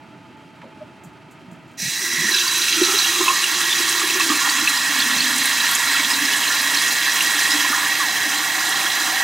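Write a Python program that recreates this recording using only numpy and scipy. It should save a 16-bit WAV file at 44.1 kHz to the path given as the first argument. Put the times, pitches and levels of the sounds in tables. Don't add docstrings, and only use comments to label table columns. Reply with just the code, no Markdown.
import sys
import numpy as np
from scipy import signal
from scipy.fft import rfft, irfft, next_fast_len
from scipy.io import wavfile

SR = 44100
rng = np.random.default_rng(int(sys.argv[2]) if len(sys.argv) > 2 else 0)


def rack_gain(trim_db):
    fader = np.asarray(trim_db, float)
    return 10 ** (fader / 20)


def store_wav(level_fs):
    pcm = np.round(np.clip(np.atleast_2d(level_fs), -1, 1) * 32767)
    wavfile.write(sys.argv[1], SR, pcm.T.astype(np.int16))


N = 407043
SIZE = next_fast_len(N, real=True)

# f/Hz, level/dB per Hz
HUM_SPECTRUM = [(25, -36), (60, -14), (130, -1), (300, 4.5), (480, -14), (620, -12), (1080, -16),
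                (1300, -6.5), (1840, -14), (2400, -14), (3500, -23.5), (4000, -23.5), (8000, -31.5),
                (16000, -44)]
# f/Hz, width/Hz, level/dB
DUCT_RESONANCES = [(130, 7.4, 3), (178, 15, 1), (651, 53, -4.5), (926, 140, -4), (1250, 43, -3),
                   (2640, 65, -13), (3180, 110, -15.5)]
# t/s, f/Hz, level/dB
DUCT_WHISTLE = [
    (0, 874, -53),
    (.9, 866, -56.5),
    (1.35, 875, -61),
    (1.8, 865, -86),
]
HUM_DB, HUM_WIDE_DB, HUM_LEAN_DB = -42.5, -13.5, -1.5

# t/s, peak level/dB, f/Hz, t60/s
THUDS = [(0.628, -48, 950, 0.1), (0.637, -44.5, 560, 0.14), (0.646, -41, 230, 0.067),
         (0.664, -44, 516, 0.07), (0.775, -50, 863, 0.12), (1.042, -45, 199, 0.055),
         (1.059, -30, 128, 0.068), (1.477, -29, 183, 0.059), (1.509, -30.5, 178, 0.07),
         (1.821, -29, 190, .07), (1.845, -31, 145, 0.083), (1.867, -28, 139, 0.086),
         (2.129, -32, 244, 0.057), (2.174, -26, 170, .07), (2.199, -25, 178, 0.056),
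         (2.242, -21, 208, 0.07), (2.288, -34, 339, 0.07)]
# t/s, peak level/dB, t60/s
TICKS = [(0.3694, -52, 0.1), (1.036, -37, 0.1), (1.0444, -41, 0.17), (1.3099, -42, 0.088),
         (1.3204, -45, 0.1), (1.5135, -44, 0.1), (1.5294, -46, 0.1), (1.5594, -53, 0.1),
         (1.6771, -50, 0.11), (1.713, -48, 0.1), (1.7344, -50, 0.1)]
KNOCK = (.6155, -36.5, 1500, .04)
BLIP = (.824, -27.5, 614, .0095)

# t/s, splash level/dB
FLOW = [(1.76, -27), (1.8, -27), (1.84, -25), (2.07, -24.5), (2.3, -23.5), (2.7, -21), (2.98, -20),
        (3.3, -21.5), (3.7, -21.5), (4.2, -21), (4.9, -22.5), (5.5, -21.5), (6.4, -22), (7.2, -21.5),
        (7.56, -21), (7.8, -23), (8.1, -24), (9.23, -23.5)]
# t/s, splash gain/dB, bubbling gain/dB
SWAYS = [(2.09, -2.5, 1.5), (2.38, 4, 2), (2.72, 2.5, -6), (3.181, 1, 0.5), (3.33, 1.7, -7), (3.74, 1, 1.5),
         (4.45, 0, 5), (5.0, 2.5, 2.5), (5.19, 1.5, -1), (5.61, 1, 2.5), (6.04, 0.5, 0), (6.15, 0, 1.5),
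         (6.99, -0.5, -2.5), (7.209, 0.5, -0.5), (7.84, -1, 5), (7.93, 1.5, -4.5), (8.19, 0.1, -4),
         (8.791, 1.3, 1), (8.92, 0.5, 1.5)]
# f/Hz, level/dB per Hz
WATER_SPECTRUM = [(300, 1.5), (530, -24), (800, -14.5), (1100, -16), (1500, -1), (1900, -7.5), (2400, -5),
                  (4000, -7.5), (7250, -17.5), (10800, -22), (12700, -26.5), (16000, -26)]
# f/Hz, width/Hz, level/dB
BASIN_RESONANCES = [(817, 10.7, -7.5), (1043, 230, -3), (1730, 390, -4), (3845, 240, -4), (4070, 290, -5),
                    (4480, 300, -13), (5940, 290, -13), (8050, 540, -17), (11700, 160, -22),
                    (13400, 200, -24), (13750, 130, -24), (1127, 38, -9), (1408, 40, 4), (1712, 30, -3),
                    (1870, 20, 1), (1912, 20, 4), (2220, 35, -2), (2345, 40, -8), (2612, 45, -.5),
                    (3150, 40, -5), (3276, 38, 0), (3340, 45, -2.5), (3930, 50, -2), (4780, 70, -8),
                    (5170, 64, -11), (6427, 45, -10.5), (7307, 32, -13), (7500, 35, -16), (7912, 60, -15)]
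# t/s, f/Hz, level/dB
SLOSH = [
    (2.7, 842, -53),
    (2.97, 800, -38),
    (3.3, 808, -45.5),
    (6.5, 800.4, -45.5),
    (7.9, 793, -38.5),
    (9.23, 775, -32.5),
]
OPEN_S = 1.771
FILL_S, WET_S, POOLING_S, RING_UP_S = 1.71, 0.49, 0.18, 0.026
BOWL_DB, POOL_DB, DEEP_DB = (-31.5, -21), (-34, -29.5), (-59.5, -37)
FOLLOWS_FLOW, MEAN_FLOW_DB = 0.46, -21
SPRAY_DB = -0.43
DRY_NOTCH = .9
SWAY_S, CHURN_S = 0.041, 0.082
SLAP_DAMPS = 0.2
AERATOR_HZ, AERATOR_WIDTH_HZ, AERATOR_DB, AERATOR_S = 13600, 1100, -38, 3.0

# t/s, spout level/dB, gap f/Hz, gap level/dB
VALVE = [
    (1.77, -55, 5840, -27),
    (1.9, -38, 5870, -32),
    (2.12, -33, 5820, -28.5),
    (2.3, -36, 5770, -24),
    (2.325, -24, 5860, -26),
    (2.5, -24.5, 6070, -28),
    (2.7, -39, 5930, -28),
    (3.05, -24, 6020, -27.5),
    (3.35, -48, 6760, -31),
    (3.6, -60, 6900, -62),
]
# t/s, f/Hz, level/dB
CAVITY = [(1.95, 1937, -33.5), (2.18, 1950, -25), (2.27, 1837, -21.5), (2.315, 1900, -23),
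          (2.335, 1641, -25.5), (2.5, 1520, -36), (2.75, 1420, -32), (2.9, 1334, -26), (3.1, 1250, -39),
          (3.3, 1139, -22), (3.5, 1130, -38)]
SPOUT_HZ = 3934

# t/s, f/Hz, level/dB
DRAIN_COLUMN = [(1.8, 255.5, -58), (2.05, 332.4, -42), (2.5, 349.6, -37.5), (3.4, 343.6, -35.5),
                (4.2, 345, -33), (4.32, 298.6, -33.5), (4.9, 292.3, -38), (5.15, 265, -30.5),
                (5.5, 271.5, -37), (6.2, 282.7, -35.5), (7.1, 298.6, -37.5), (9.23, 314, -37.5)]
# t/s, peak level/dB, f/Hz, t60/s
GULPS = [(2.018, -28, 352, 0.08), (2.244, -21, 208, 0.085), (2.31, -16.5, 339, 0.051),
         (2.813, -3.5, 342, 0.08), (2.881, -21, 364, 0.14), (2.937, -17, 394, 0.063),
         (3.203, -10, 353, 0.066), (3.8, -19, 343, 0.07), (4.032, -19.5, 354, 0.073),
         (4.152, -20, 358, 0.1), (4.3, -5.5, 290, 0.047), (4.621, -15, 290, 0.054),
         (4.952, -22, 274, 0.055), (5.351, -24, 254, 0.12), (5.992, -23, 294, 0.053),
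         (6.22, -22, 277.7, 0.093), (7.262, -28, 290.4, 0.074), (7.548, -16.5, 285.6, 0.071),
         (7.699, -18.5, 270, 0.063), (8.76, -27, 300, 0.068)]
DRAIN_WIDTH_HZ, DRAIN_FLUTTER_DB, DRAIN_WANDER = 62, -1.5, .03
GULP_SWELL_S, GULP_SWELL_DB = 0.059, -23

# t/s, level/dB, f/Hz
SPLASHES = [(2.17, -22, 2086), (2.209, -29, 2030), (2.263, -23, 1900), (2.276, -24, 1894),
            (2.288, -22, 1883), (2.321, -19, 4090), (2.322, -30, 1030), (2.341, -24, 3840),
            (2.347, -18, 5030), (2.388, -16.5, 3480), (2.469, -28, 1043), (2.482, -17, 4550),
            (2.621, -15, 3789), (2.684, -17, 2610), (2.838, -17.2, 3880), (2.85, -20, 4134),
            (2.991, -13.3, 4170), (3.047, -18, 2730), (3.072, -19, 3230), (3.211, -19, 1028),
            (3.282, -15.5, 1023), (3.285, -14.3, 2571), (3.304, -16, 1052), (3.443, -15.5, 2770),
            (3.705, -19.6, 3445), (3.716, -23, 3470), (3.73, -14.5, 3480), (4.103, -18, 2583),
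            (4.211, -17, 2575), (4.22, -23, 4070), (4.293, -24, 4450), (4.3, -19, 1194), (4.614, -22, 3910),
            (4.677, -12, 2560), (4.775, -20, 4810), (5.005, -18, 4306), (5.024, -18.7, 3410),
            (5.208, -14.5, 4290), (5.605, -18, 3840), (5.754, -18, 6920), (5.972, -17.5, 2560),
            (6.037, -19.5, 3240), (6.048, -17, 3290), (6.107, -18, 4995), (6.118, -21.7, 4995),
            (6.256, -20, 5167), (6.338, -19, 2928), (6.481, -20.7, 4100), (6.504, -19, 1713),
            (6.749, -19, 5480), (6.773, -16.5, 4134), (7.082, -18.5, 1725), (7.21, -17, 2756),
            (7.509, -19, 4823), (7.521, -19, 5167), (7.542, -22.0, 5167), (7.649, -23, 1038),
            (7.731, -21.5, 1190), (7.749, -18.5, 1734), (8.866, -21, 3235)]
# t/s, level/dB, f/Hz
MORE_SPLASHES = [(4.018, -21, 1147), (4.203, -20.5, 1118), (4.32, -20, 1168), (4.455, -25, 1000), (4.475, -28, 822),
                 (4.498, -18, 4420), (4.687, -20.5, 3960), (4.822, -23, 5000), (4.911, -21, 1890),
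                 (4.945, -18, 1850), (4.996, -19.5, 3950), (5.185, -22, 4150), (5.915, -19, 1960),
                 (5.95, -22, 1350), (5.985, -22, 1545), (6.0, -18, 2200), (6.44, -21, 2800), (6.46, -26, 2465),
                 (7.12, -22, 5620), (7.7, -24, 5000), (7.834, -24, 1115)]
# t/s, level/dB, f/Hz
SPITS = [(3.439, -29, 8400), (3.896, -24, 8500), (4.501, -25, 7950), (4.696, -25, 7700),
         (4.993, -29, 11040), (5.384, -25, 8460), (5.459, -22, 9300), (5.715, -25, 11200),
         (5.753, -22, 10050), (6.366, -25.5, 8200), (6.619, -28, 10300), (6.826, -28, 10520),
         (6.926, -27, 11370), (7.226, -27, 10710), (7.407, -28, 9750), (8.694, -27, 8750)]
BURP = (8, -18, 1199, 0.28)
SPREAD_S, DROP_T60_S, DROP_CYCLES, DROP_LEAD_S = .004, .03, 30.0, 0.004

# f/Hz, left minus right level/dB
CAPSULE_LEAN = [(60, -1), (200, -1.5), (700, -2.5), (1800, -3.8), (2600, -2.1), (4000, -2.4), (6000, -3.6),
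                (8600, -2.6), (10500, -1), (16000, 0)]
# f/Hz, left lead/rad
CAPSULE_PHASE = [(100, 0.23), (780, -0.54), (1640, -0.19), (16000, 0)]
ROOM_T60_S, ROOM_DB = .18, -13
BOWL_ECHO_DB, BOWL_ECHO_T60_S, BOWL_ECHO_HZ = -11.5, .12, 3000
CUTOFF_HZ = 15800


def rms_one(x):
    return x / np.sqrt(np.mean(x ** 2) + 1e-20)


def in_time(rows):
    s, *columns = np.transpose(rows)
    return [np.interp(np.arange(N) / SR, s, c) for c in columns]


def at_hz(points, hz):
    points = np.array(points, float)
    return np.interp(np.log(hz + 1), np.log(points[:, 0] + 1), points[:, 1])


def drift(rate):
    r = np.exp(-80 * np.pi * rate / SR)
    white = rng.standard_normal(N // 40 + 2002)
    slow = signal.lfilter([1], [1, -2 * r, r * r], white)[2000:]
    return np.interp(np.arange(N) / 40, np.arange(len(slow)), rms_one(slow))


def bumps(times, heights, half_s):
    t = np.arange(0, N + 40, 40) / SR
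    bells = np.exp(-.5 * ((t[:, None] - times) / half_s) ** 2)
    return np.interp(np.arange(N) / SR, t, bells @ heights)


def settled(time_s):
    return 1 - np.exp(-np.maximum(np.arange(N) / SR - OPEN_S, 0) / time_s)


def resonance(x, hz, width):
    r = np.exp(-np.pi * width / SR)
    poles = [1, -2 * r * np.cos(2 * np.pi * hz / SR), r * r]
    return signal.lfilter([(1 - r * r) / 2, 0, (r * r - 1) / 2], poles, x)


def colour(white, spectrum, peaks):
    hz = np.arange(SIZE // 2 + 1) * SR / SIZE
    power = rack_gain(2 * at_hz(spectrum, hz))
    for top_hz, width, db in peaks:
        power = power + rack_gain(2 * db) / (1 + (2 * (hz - top_hz) / width) ** 2) ** 1.5
    return rfft(white, SIZE) * np.sqrt(power)


def bands(coloured, low_hz, high_hz, count, patchy_db, surge):
    hz = np.arange(len(coloured)) * SR / SIZE + 1
    place = count * np.log(hz / low_hz) / np.log(high_hz / low_hz)
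    out = 0
    for k in range(count):
        share = np.sqrt(np.clip(1.25 - 1.5 * np.abs(place - k - .5), 0, 1) * 2 / 3)
        out = out + irfft(coloured * share, SIZE)[:N] * rack_gain(patchy_db * drift(31.4))
    return rms_one(out * rack_gain(surge))


def whistle(hz, level_db, width):
    r = np.exp(-np.pi * width / SR)
    wobble = signal.lfilter([1], [1, -2 * r, r * r], rng.standard_normal((2, N)))
    turn = 2 * np.pi * np.cumsum(hz * np.ones(N)) / SR
    return rack_gain(level_db) * rms_one(wobble[0] * np.cos(turn) + wobble[1] * np.sin(turn))


def plink(db, hz, t60, rise, noisy, broad=0.65):
    white = rng.standard_normal(SR // 8)
    t = np.arange(min(round(abs(t60) * SR) + 50, len(white))) / SR
    tone = np.sin(2 * np.pi * hz * (t + rise * t ** 2 / abs(t60)))
    burst = resonance(resonance(white, hz, hz * broad), hz, hz * broad)[-len(t):]
    burst = burst / np.sqrt(np.mean(burst[:len(t) // 4] ** 2))
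    swell = (1 - np.exp(-t / (0.0008 + 1.1 / hz))) ** 2
    return rack_gain(db + 4.5 - 60 * t / abs(t60)) * swell * ((1 - noisy) * tone + noisy * burst)


def add(out, s, sound):
    i = round(s * SR)
    out[i:i + len(sound)] += sound[:N - i]


def hum():
    air = colour(rng.standard_normal((2, N)), HUM_SPECTRUM, DUCT_RESONANCES)
    alike = bands(air[0], 19.4, 15600, count=4, patchy_db=1.0, surge=0.39 * drift(7.1))
    low_pass = signal.butter(2, 7000, fs=SR, output="sos")
    unlike = signal.sosfilt(low_pass, rms_one(irfft(air[1], SIZE)[:N]))
    hz, level_db = in_time(DUCT_WHISTLE)
    breathy = whistle(hz, level_db - 5, width=23)
    pure = rack_gain(level_db + 5.0) * np.sin(2 * np.pi * np.cumsum(hz + 2.9 * drift(3.7)) / SR)
    return rack_gain(HUM_DB) * (alike + rack_gain(HUM_WIDE_DB) * unlike * [[1], [-1]]) + breathy + pure


def handling():
    out = np.zeros(N)
    for s, db, hz, t60 in THUDS:
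        add(out, s, plink(db + 9.5, hz, t60, rise=0, noisy=0.36))
    add(out, KNOCK[0], plink(*KNOCK[1:], rise=0, noisy=1, broad=.95))
    high_pass = signal.butter(4, 5800, "high", fs=SR, output="sos")
    t = np.arange(SR // 6) / SR
    for s, db, t60 in TICKS:
        rustle = signal.sosfilt(high_pass, rng.standard_normal(len(t)))
        fade = rack_gain(db - 14.5 - 60 * t / abs(t60))
        add(out, s, fade * (rustle + 4.2 * resonance(rustle, 7000, 1500)))
    s, db, hz, half = BLIP
    t = np.arange(N) / SR - s
    return out + rack_gain(db) * np.exp(-.5 * (t / half) ** 2) * np.sin(2 * np.pi * hz * t)


def grains(per_s, spread_db):
    sizes = rack_gain(spread_db * np.minimum(rng.exponential(1, N), 6)) * rng.choice([-1, 1], N)
    return rms_one(sizes * (rng.random(N) < per_s / SR)) + 0.93 * rng.standard_normal(N)


def stream():
    flow_db, = in_time(FLOW)
    s, slap_db, churn_db = np.transpose(SWAYS)
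    slap_db = bumps(s, slap_db, SWAY_S)
    churn_db = bumps(s, churn_db, CHURN_S)
    full = settled(FILL_S)
    swing_db = FOLLOWS_FLOW * (flow_db - MEAN_FLOW_DB)
    bowl_db, pool_db, deep_db = (empty + (brim - empty) * full + swing_db
                                 for empty, brim in (BOWL_DB, POOL_DB, DEEP_DB))
    surge = 0.23 * drift(6.8) + 0.5 * drift(28)
    water = colour(grains(6000, spread_db=2.0), WATER_SPECTRUM, BASIN_RESONANCES)
    pool = bands(water, 897, 1423, count=2, patchy_db=2.5, surge=0.8 * surge)
    pool = rack_gain(pool_db + churn_db) * pool
    deep = rack_gain(deep_db) * bands(water, 408, 892, count=2, patchy_db=1.5, surge=0.36 * surge)
    bowl = bands(water, 1592, 2177, count=2, patchy_db=1.4, surge=0.075 * surge)
    bowl = rack_gain(bowl_db - SLAP_DAMPS * slap_db) * bowl
    splash = bands(water, 2263, 4940, count=4, patchy_db=1.83, surge=0.42 * surge)
    splash = splash - DRY_NOTCH * (1 - settled(WET_S)) * resonance(splash, 3170, 730)
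    spray = rack_gain(SPRAY_DB) * bands(water, 5150, 17030, count=4, patchy_db=1.35, surge=0.72 * surge)
    slosh = whistle(*in_time(SLOSH), width=113)
    hiss = settled(AERATOR_S) * whistle(AERATOR_HZ, AERATOR_DB, width=AERATOR_WIDTH_HZ)
    jet = rack_gain(flow_db - 0.6) * (rack_gain(slap_db) * splash + spray)
    body = settled(RING_UP_S) * bowl + settled(POOLING_S) ** 2 * (pool + deep)
    opened = np.clip((np.arange(N) / SR - OPEN_S) / .035, 0, 1)
    return opened * (jet + body + slosh + hiss)


def valve():
    spout_db, gap_hz, gap_db = in_time(VALVE)
    flutter_db = 1.6 * drift(10)
    spout = whistle(SPOUT_HZ, spout_db + flutter_db, width=96)
    gap = whistle(gap_hz, gap_db + flutter_db, width=780)
    cavity = whistle(*in_time(CAVITY), width=215)
    return (spout + gap + cavity) * settled(RING_UP_S)


def drain():
    hz, level_db = in_time(DRAIN_COLUMN)
    s, gulp_db = np.transpose(GULPS)[:2]
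    strength = rack_gain(level_db + DRAIN_FLUTTER_DB * drift(3))
    strength = strength + bumps(s, rack_gain(gulp_db + GULP_SWELL_DB), GULP_SWELL_S)
    column = whistle(hz * (1 + DRAIN_WANDER * drift(3.043)), -3.0, width=DRAIN_WIDTH_HZ)
    out = strength * column * (np.arange(N) > 1.8 * SR)
    for s, db, gulp_hz, t60 in GULPS:
        add(out, s, plink(db + 2, gulp_hz, t60, rise=0.089, noisy=0.06))
    return out


def drops():
    out = np.zeros(N)
    for s, db, hz in SPLASHES + MORE_SPLASHES:
        t60 = DROP_T60_S + DROP_CYCLES / hz
        add(out, s - DROP_LEAD_S, plink(db + 8.5, hz, t60, rise=0.07, noisy=0.28, broad=.4))
    add(out, BURP[0], plink(*BURP[1:], rise=-.6, noisy=0.22))
    for (s, db, hz), (late, later) in zip(SPITS, rng.random((len(SPITS), 2))):
        start = s - .005
        main = plink(db + 4.5, hz, 14.0 * SPREAD_S, rise=0.089, noisy=1.0, broad=0.48)
        after = plink(db - 1.0, hz * (1.1 + .5 * later), 7.0 * SPREAD_S, rise=0.083, noisy=0.39)
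        before = plink(db + 1.0, hz * (0.81 + .5 * late), 7.9 * SPREAD_S, rise=0.037, noisy=1.0)
        add(out, start, main)
        add(out, start + 1.7 * SPREAD_S * (1 + late), after)
        add(out, start - 2.5 * SPREAD_S * (1 + later), before)
    for when, pitch, size in rng.random((200, 3)):
        hz = 1600 * 5.5 ** pitch
        add(out, 2.2 + 7 * when, plink(-25 + 8.5 * size ** 2, hz, 70 / hz, rise=0.035, noisy=0.33))
    return out


def tiled_room(hz, size):
    lags = rng.uniform(0.0089, 0.021, (2, 5, 1))
    loop = rack_gain(-60 * lags / ROOM_T60_S) / (1 + (hz / 4500) ** 4) * np.exp(-2j * np.pi * hz * lags)
    tiles = 1 + rack_gain(ROOM_DB) * np.sum(loop / (1 - loop), axis=1) / np.sqrt(5)
    t = np.arange(1, SR // 4) / SR
    tail = rng.standard_normal(len(t)) * rack_gain(-60 * t / abs(BOWL_ECHO_T60_S)) * (t > .002)
    echo = rfft(tail, size) / np.sqrt(np.sum(tail ** 2))
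    treble = hz ** 2 / (hz ** 2 + BOWL_ECHO_HZ ** 2)
    return tiles * (1 + rack_gain(BOWL_ECHO_DB) * treble * echo)


def scene():
    around = hum() + handling()
    basin = stream() + valve() + drain() + drops()
    size = next_fast_len(N + SR // 2)
    hz = np.arange(size // 2 + 1) * SR / size
    side = np.array([[.5], [-.5]])
    capsules = rack_gain(at_hz(CAPSULE_LEAN, hz) * side) * np.exp(1j * at_hz(CAPSULE_PHASE, hz) * side)
    heard = rfft(basin, size) * capsules + rfft(around, size) * rack_gain(HUM_LEAN_DB * side)
    return irfft(heard * tiled_room(hz, size), size)[:, :N]


def top_cut(x):
    return signal.sosfilt(signal.butter(12, 16830, fs=SR, output="sos"), x)


def record(dry):
    thin = signal.sosfilt(signal.butter(2, 70, "high", fs=SR, output="sos"), dry)
    rounded = 1.438 * np.tanh(thin / 1.797)
    size = next_fast_len(N)
    below = np.arange(size // 2 + 1) * SR / size < CUTOFF_HZ
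    mix = irfft(rfft(rounded, size) * below, size)[:, :N]
    return top_cut(mix)


dry = scene()
out = record(dry)
store_wav(out)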